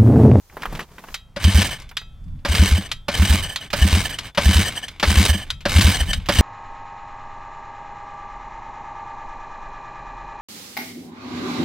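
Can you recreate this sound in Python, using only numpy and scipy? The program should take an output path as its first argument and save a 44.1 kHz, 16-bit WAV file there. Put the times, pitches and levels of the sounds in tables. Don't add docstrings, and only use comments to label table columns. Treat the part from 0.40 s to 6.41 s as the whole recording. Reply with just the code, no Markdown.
import sys
import numpy as np
from scipy import signal
from scipy.fft import rfft, irfft, next_fast_len
from scipy.io import wavfile

SR = 44100
rng = np.random.default_rng(int(sys.argv[2]) if len(sys.argv) > 2 else 0)


def unload_wav(signal):
    wavfile.write(
        sys.argv[1],
        SR,
        np.round(np.clip(np.atleast_2d(signal).T, -1, 1) * 32767).astype(np.int16),
    )


N = 265041

# f/Hz, level/dB
AIR_SPECTRUM = [(200, -21), (320, -3.5), (900, -3.5), (2500, -13.5), (5000, -18.5), (13800, -26.5),
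                (16200, -31)]
RUSTLE_SPECTRUM = [(400, -29), (1000, -22), (6400, -12), (8200, -18), (10100, -16), (11800, -21),
                   (13600, -10), (16200, -21)]
# t/s, level/dB
RUSTLE_LEVELS = [(0, -58.5), (.5, -61), (.75, -50.5), (.9, -99)]
# t/s, level/dB
WIND_LEVELS = [(0, -56), (.25, -50), (.35, -31.5), (.45, -50), (1.45, -49.5), (1.79, -41.5), (1.83, -33),
               (1.99, -31.5), (2.04, -43), (2.62, -41.5), (3.03, -34), (3.18, -59), (3.4, -31),
               (3.899, -50), (4.6, -47), (5.3, -33.5), (5.8, -26), (6.01, -39)]
# f/Hz, level/dB
WIND_SPECTRUM = [(12, -33), (20, 5.5), (101, -7.5), (170, -13.5), (262, -26), (304, -34), (334, -58),
                 (500, -78), (650, -119), (1100, -120)]
# t/s, level/dB
SCRAPE_LEVELS = [(0.098, -55.5), (.2, -46.5), (.24, -38.5), (.3, -42.5), (.34, -36.5), (.42, -37.5),
                 (.46, -57), (.6, -48.5), (0.731, -46.5)]
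# f/Hz, level/dB
SCRAPE_SPECTRUM = [(88, -49), (150, 0.5), (335, -10.5), (615, -12), (876, -10.5), (2240, -19), (9020, -32),
                   (13600, -35), (16200, -35)]
# t/s, level/dB, centre f/Hz
LINKAGE_TICKS = [(0.098, -46, 1410), (0.135, -40, 402), (.157, -50, 9000), (.169, -25.5, 920),
                 (.197, -42, 1000), (0.221, -29, 2530), (0.232, -22, 1570), (.255, -20.5, 1180),
                 (.326, -26, 550), (0.351, -29.5, 2260), (0.393, -21.5, 1370), (.405, -32.5, 2520),
                 (.414, -43, 2500), (.426, -38.5, 3020), (0.582, -33, 1620), (0.638, -32.5, 1090),
                 (.685, -34.5, 1330), (1.041, -16, 3200), (1.218, -13, 2200), (1.399, -39, 5130),
                 (1.42, -40, 5030), (1.491, -38, 3770), (1.513, -34.5, 1270), (1.615, -39, 1390),
                 (1.841, -60, 4850), (1.881, -55, 2040), (1.956, -61, 2150), (2.15, -13, 2670),
                 (2.822, -21, 1540), (4.755, -17, 1980), (5.41, -10, 3020)]
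# t/s, level/dB
SLACK_KNOCKS = [(1.989, -58.5), (3.303, -32), (3.948, -33.5), (4.598, -24.5), (5.206, -38.5),
                (5.859, -33.5)]
# t/s, level/dB, ring level/dB, ring time factor (the boot damps it)
LEVER_CLINKS = [(0.7422, -15.5, -20, 1.12), (1.5684, -14, -15.5, 1.37), (2.5148, -13.5, -18, 1),
                (3.1588, -14.5, -11.5, 0.71), (3.786, -15.5, -26, 0.82), (4.4815, -23, -41, .9),
                (5.1025, -15, -16, 1), (5.731, -13.5, -16, 0.73)]
# f/Hz, level/dB, T60/s
LEVER_MODES = [(1023, -32, .2), (1319, -22, .5), (1925, -13, .16), (2560, -12, .28), (3185, -10, .36),
               (3530, -8, .12), (3828, -7, .23), (3865, -2, .12), (4340, -5, .09), (4834, -14, .15),
               (6108, -18, .15), (7400, -25, .18)]
# f/Hz, level/dB
CRACK_SPECTRUM = [(240, -56), (400, -26.5), (1470, -8.5), (2570, -9.5), (3560, -3.5), (4560, -11),
                  (5000, -12), (6610, -18), (13100, -27.5), (16200, -35)]
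# t/s, chatter level/dB, thud level/dB
STARTER_CLUNKS = [(0.9616, -15, -22.5), (2.049, -7, -22.5), (2.682, -7.5, -19.5), (3.3298, -6, -19.5),
                  (3.9738, -1, -14), (4.6269, 0.5, -19.5), (5.2527, -5.5, -15), (5.8864, -1.5, -13.5)]
# f/Hz, level/dB
MESH_SPECTRUM = [(290, -2.5), (500, -12), (650, -1.5), (991, -3.5), (1680, -1), (1990, -5), (3270, -7.5),
                 (5220, -11), (7080, -24), (13400, -29.5), (16200, -35)]
# f/Hz, level/dB, T60/s
CRANKCASE_MODES = [(199, -4, 0.054), (299, -25.5, 0.13), (574.7, 0.5, 0.06), (926, -50, 0.017)]
# start t/s, level/dB, fastest t/s, level/dB, stop t/s, level/dB, hiss level/dB
KICKS = [(0.997, -34, 1.216, -25.5, 1.55, -67.5, -25), (2.079, -30.5, 2.306, -26, 2.5, -47, -26),
         (2.712, -32, 2.95, -26.5, 3.15, -44.5, -26.5), (3.359, -31.5, 3.61, -27.5, 3.78, -42, -23),
         (4.004, -28, 4.21, -25, 4.58, -53, -25.5), (4.653, -28, 4.85, -24.5, 5.09, -48.5, -23.5),
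         (5.287, -27, 5.525, -25, 5.85, -51, -25.5), (5.917, -26, 6.12, -32, 6.3, -59, -21.5)]
# start t/s, length/s, hiss level/dB
COASTING_STROKES = [(1.237, 0.053, -25.5), (1.301, 0.083, -29), (2.3, 0.048, -34), (2.349, 0.059, -25),
                    (2.39, .1, -34), (2.963, 0.061, -34), (3.023, 0.061, -26), (3.077, 0.091, -30),
                    (3.587, 0.05, -29.5), (3.64, 0.052, -24), (3.685, 0.096, -27.5), (4.244, 0.074, -23.5),
                    (4.346, 0.068, -27), (4.422, 0.055, -30.5), (4.876, 0.05, -23), (4.927, .053, -25),
                    (4.966, 0.1, -32), (5.529, 0.058, -24), (5.579, 0.077, -26.5), (5.66, 0.14, -30.5)]
# start t/s, end t/s, gear level/dB, hiss level/dB
CRANK_ROCKS = [(3.196, 3.296, -40, -41), (3.814, 3.922, -40, -39)]
# f/Hz, width/Hz, level/dB
PASSAGE_MODES = [(660, 245, -7), (1761, 113, -0.5), (3056, 186, 2.5), (4580, 1040, -5.5), (5840, 520, -9.5),
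                 (8280, 280, -3), (9860, 460, -15.5), (13800, 610, -11), (14200, 630, -25)]
COVER_MODES = [(1070, 870, -14), (1544, 49, 3.5), (2183, 190, 8.5), (2560, 340, -8), (3820, 154, 5),
               (4350, 83, -6.5), (4985, 330, 2), (6370, 150, 1)]
# f/Hz, level/dB
GEAR_SPECTRUM = [(150, -13), (250, -0.5), (348, -8), (1180, -6), (1540, -10.5), (3040, -2.5), (7150, -12.5),
                 (8370, -8), (12100, -20), (13900, -22), (16200, -74)]
FRAME_SPECTRUM = [(15, -51), (40, 4.5), (100, 5), (300, -14), (500, -54)]
# first crest t/s, level/dB, starting f/Hz, delay until the valve shuts/s
EXHAUST_THUMPS = [(1.052, -4.5, 73, .022), (1.154, -4.5, 69.5, .026), (2.0973, -11.5, 68.6, .038),
                  (2.1999, -4, 68.6, .02), (2.3208, -6.5, 67.7, .058), (2.7994, -6, 69.7, .021),
                  (2.9058, -7, 68, .03), (3.424, -5.5, 65.7, .022), (3.5303, -7.5, 70, .036),
                  (4.064, -4.5, 65, .021), (4.1613, -6.5, 69.8, .026), (4.6794, -9, 68, .023),
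                  (4.7748, -4.5, 67.5, .0233), (4.8978, -8.5, 67, .048), (5.362, -4.5, 75.5, .02),
                  (5.452, -4.5, 70, .023), (5.6068, -15.5, 62.5, .07), (5.9924, -4, 75, .009)]
# f/Hz, level/dB
FLIT_SPECTRUM = [(30, -21), (100, -31.5), (1000, -28.5), (3000, -17), (8000, -3), (16000, -6.5)]


def amp(db):
    return 10 ** (np.asarray(db) / 20)


def unit_rms(x):
    return x / np.sqrt(np.mean(x ** 2) + 1e-20)


def gain_at(spectrum, hz):
    f, db = np.transpose(spectrum)
    return amp(np.interp(np.log(hz + 1), np.log(f + 1), db))


def add(mix, s, sound):
    part = mix[round(s * SR):][:len(sound)]
    part += sound[:len(part)]


def coloured(x, spectrum):
    size = next_fast_len(len(x))
    gain = gain_at(spectrum, np.fft.rfftfreq(size, 1 / SR))
    return unit_rms(irfft(rfft(x, size) * gain, size)[:len(x)])


def noise(spectrum, samples=N):
    return coloured(rng.standard_normal(samples), spectrum)


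def resonate(x, hz, width):
    pole = np.exp((2j * np.pi * hz - np.pi * width) / SR)
    return 2 * signal.lfilter([1 - abs(pole)], [1, -pole], x).real


def wander(per_s):
    knots = rng.standard_normal(2000)
    return 0.77 * np.interp(np.arange(N) / SR * per_s, np.arange(2000), knots)


def struck(modes, t, spread_db):
    draws = rng.standard_normal((len(modes), 2))
    return sum(amp(db + spread_db * scatter - 60 * t / t60) * np.sin(2 * np.pi * hz * t + phase)
               for (hz, db, t60), (scatter, phase) in zip(modes, draws))


def yard_air():
    centre, left, right = (amp(-64) * noise(AIR_SPECTRUM) for _ in range(3))
    rustle_level = amp(np.interp(np.arange(N) / SR, *np.transpose(RUSTLE_LEVELS)))
    rustle = rustle_level * np.array([noise(RUSTLE_SPECTRUM) for _ in range(2)])
    return centre + 0.37 * np.array([left, right]) + rustle


def wind():
    level = amp(np.interp(np.arange(N) / SR, *np.transpose(WIND_LEVELS)) + 6 * wander(14))
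    both, left, right = (noise(WIND_SPECTRUM) for _ in range(3))
    return level * (both + 0.22 * np.array([left, right]))


def yard_echoes(x, t60=0.025):
    t = np.arange(6000) / SR
    taps = rng.choice([-1., 1.], (2, len(t))) * (rng.random((2, len(t))) < .05)
    taps *= amp(-60 * t / t60) * (t > .001)
    taps = signal.sosfilt(signal.butter(1, 2500, "high", fs=SR, output="sos"), taps)
    return signal.fftconvolve(x[None], taps / np.linalg.norm(taps[0]), axes=1)[:, :N]


def cooling_fin(shaking, hz=3472, t60=2.6):
    retained = amp(-120 / (t60 * SR))
    energy = signal.lfilter([1 - retained], [1, -retained], shaking ** 2)
    return amp(-32) * np.sqrt(energy) * np.sin(2 * np.pi * hz * np.arange(N) / SR)


def boot_scrape():
    db = np.interp(np.arange(N) / SR, *np.transpose(SCRAPE_LEVELS), left=-120, right=-120)
    return amp(db + 4.5 * wander(150.1)) * noise(SCRAPE_SPECTRUM)


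def linkage():
    out, t = np.zeros(N), np.arange(5000) / SR
    for knocks, t60 in ((LINKAGE_TICKS, 0.051), ([(s, db, 2560) for s, db in SLACK_KNOCKS], 0.1)):
        for s, db, hz in knocks:
            white = rng.standard_normal(len(t))
            body = resonate(resonate(white, hz, .9 * hz), hz, 2 * hz)
            knock = unit_rms(body + .015 * white + .12 * resonate(white, 13600, 2500))
            add(out, s, amp(db - 60 * t / t60) * np.minimum(t / 0.00039, 1) * knock)
    return out


def lever_return():
    out, t = np.zeros(N), np.arange(20000) / SR
    burst = np.minimum(t / 0.0019, 1) * (amp(-60 * t / 0.044) + amp(-20.5 - 60 * t / 0.19))
    for s, db, ring_db, stretch in LEVER_CLINKS:
        modes = [(hz, mode_db, t60 * stretch) for hz, mode_db, t60 in LEVER_MODES]
        ring = amp(ring_db) * np.minimum(t / 0.0013, 1) * struck(modes, t, spread_db=2)
        crack = amp(-2.5) * burst * noise(CRACK_SPECTRUM, len(t))
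        add(out, s, amp(db) * (crack + ring))
    return out


def starter_gear():
    out, t = np.zeros(N), np.arange(6000) / SR
    chatter = np.minimum(t / 0.0016, 1) * amp(-60 * np.maximum(t - .009, 0) / 0.1)
    for s, chatter_db, thud_db in STARTER_CLUNKS:
        add(out, s, amp(chatter_db - 13) * chatter * noise(MESH_SPECTRUM, len(t)))
        thud = (1 - np.exp(-t / 0.0022)) * struck(CRANKCASE_MODES, t, spread_db=0)
        add(out, s + 0.00525, amp(thud_db + 6.5) * thud)
    return out


def driven_strokes(stroke_s=.027, centre_lag_s=.016):
    strokes = []
    for start, _, _, _, stop, _, hiss_db in KICKS:
        coast = min([s for s, *_ in COASTING_STROKES if s > start] + [stop])
        centres = [s + centre_lag_s for s, *_ in EXHAUST_THUMPS if start < s < coast - 2 * stroke_s]
        marks = [start, *centres, coast]
        for begin, end in zip(marks, marks[1:]):
            count = max(round((end - begin) / stroke_s), 1)
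            for s in begin + np.arange(count) * (end - begin) / count:
                surge_db = 6 * np.exp(-((s - start - 0.044) / 0.017) ** 2)
                fade_in_db = -12 * np.exp(-(s - start) / 0.034)
                strokes.append((s, (end - begin) / count, hiss_db + surge_db + fade_in_db))
    return strokes


def piston_motion():
    speed, flow = np.ones(N), np.zeros(N)
    rocks = [(s, end - s, db) for s, end, _, db in CRANK_ROCKS]
    for strokes, dead_centre_dip in ((driven_strokes(), 0.62), (COASTING_STROKES + rocks, 1)):
        for s, length, db in strokes:
            arch = np.abs(np.sin(np.pi * np.linspace(0, 1, round(length * SR)) ** 0.71))
            swell = 1 - dead_centre_dip + dead_centre_dip * arch
            add(speed, s, swell - 1)
            add(flow, s, amp(db) * swell ** 1.4)
    return speed, flow


def piston_hiss(flow):
    air = rng.standard_normal(N) * amp(6.2 * wander(90))
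    passages = sum(amp(db) * unit_rms(resonate(resonate(air, hz, width), hz, 3 * width))
                   for hz, width, db in PASSAGE_MODES)
    return flow * unit_rms(passages)


def gear_level(let_go_s=0.12, let_go_db=-11.5):
    t, level = np.arange(N) / SR, np.zeros(N)
    for start, start_db, fastest, fastest_db, stop, stop_db, _ in KICKS:
        db = np.interp(t, [start, fastest, fastest + let_go_s, stop],
                       [start_db, fastest_db, fastest_db + let_go_db, stop_db])
        level += np.clip(np.minimum(t - start + 0.014, stop + 0.053 - t) / 0.029, 0, 1) * amp(db)
    for start, stop, db, _ in CRANK_ROCKS:
        level += np.clip(np.minimum(t - start + 0.014, stop - t) / 0.046, 0, 1) * amp(db)
    return level


def gear_train(speed, teeth_per_s=88):
    teeth_passed = np.cumsum(teeth_per_s * (1 + .2 * wander(40))) / SR
    contacts = np.diff(np.floor(teeth_passed), prepend=0)
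    force = amp(2.5 * np.minimum(rng.exponential(1, N), 2.5))
    strays = rng.random(N) < 70 / SR
    clacks = force * (1.8 * contacts + strays)
    bursts = unit_rms(signal.lfilter([1], [1, -np.exp(-1 / (0.003 * SR))], clacks))
    level = gear_level()
    load = np.clip(level / amp(-28), .4, 1.8)
    drive = (.7 + load * bursts) / (.7 + .8 * load) * rng.standard_normal(N)
    covers = sum(amp(db) * unit_rms(resonate(drive, hz, width)) for hz, width, db in COVER_MODES)
    grit = np.diff(drive, 2, prepend=[0, 0])
    rattle = coloured(drive, GEAR_SPECTRUM) + .5 * unit_rms(covers) + amp(-8.5) * unit_rms(grit)
    brightness = np.clip(level / amp(-24), .05, 2) ** 0.54
    falter = .3 + .7 * np.clip(speed, 0, 1) ** .6
    treble = signal.sosfiltfilt(signal.butter(2, 3500, "high", fs=SR, output="sos"), rattle)
    teeth = amp(2.5) * (rattle + (brightness - 1) * treble) * falter
    return level * (teeth + amp(-1) * noise(FRAME_SPECTRUM))


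def exhaust_pipe(upper_hz=195, third_hz=307, pitch_rise=0.32):
    out, t = np.zeros(N), np.arange(-.012, .2, 1 / SR)
    envelope = np.clip(1 + t / .012, 0, 1) ** 1.5 * amp(-60 * np.maximum(t - 0.019, 0) / 0.16)
    climb = np.clip((t - .01) / 0.036, 0, 1)
    crest = amp(-15.5 - 60 * abs(t) / 0.035) * np.cos(2 * np.pi * upper_hz * t)
    for s, db, hz, valve_s in EXHAUST_THUMPS:
        cycles = np.cumsum(hz * (1 + pitch_rise * climb)) / SR
        cycles -= cycles[np.argmin(abs(t))]
        fundamental = envelope * np.cos(2 * np.pi * cycles)
        since_shut = np.maximum(t - valve_s, 0)
        valve_db = 3 - 110 * valve_s
        ring = amp(valve_db - 60 * since_shut / 0.089) * (1 - np.exp(-since_shut / 0.0068))
        modes = np.sin(2 * np.pi * upper_hz * since_shut)
        modes += 0.24 * np.sin(2 * np.pi * third_hz * since_shut)
        add(out, s + t[0], amp(db) * (fundamental + crest + ring * modes))
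    return out


def microphone_pair(x, left_lag_s=2.6e-5, shade_db=2.2):
    size = next_fast_len(N + 4096)
    hz = np.fft.rfftfreq(size, 1 / SR)
    left = amp(-shade_db * (hz / 12000) ** 2) * np.exp(-1j * np.pi * hz * left_lag_s)
    share = irfft(rfft(x, size) * gain_at(FLIT_SPECTRUM, hz), size)[:N]
    flit = share * wander(60) * np.array([[1], [-1]])
    return irfft(rfft(x + flit, size) * np.array([left, 1 / left]), size)[:, :N]


def scene():
    speed, flow = piston_motion()
    engine = gear_train(speed) + piston_hiss(flow)
    machine = engine + cooling_fin(engine) + starter_gear() + lever_return() + linkage() + boot_scrape()
    direct = microphone_pair(machine + exhaust_pipe())
    return direct + amp(-9.5) * yard_echoes(machine) + wind() + yard_air()


def record(dry):
    lowpass = signal.firwin(1023, 15950, window=("kaiser", 9), fs=SR)
    return signal.oaconvolve(np.clip(dry, -1, 1), lowpass[None], "same")


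dry = scene()
out = record(dry)
unload_wav(out)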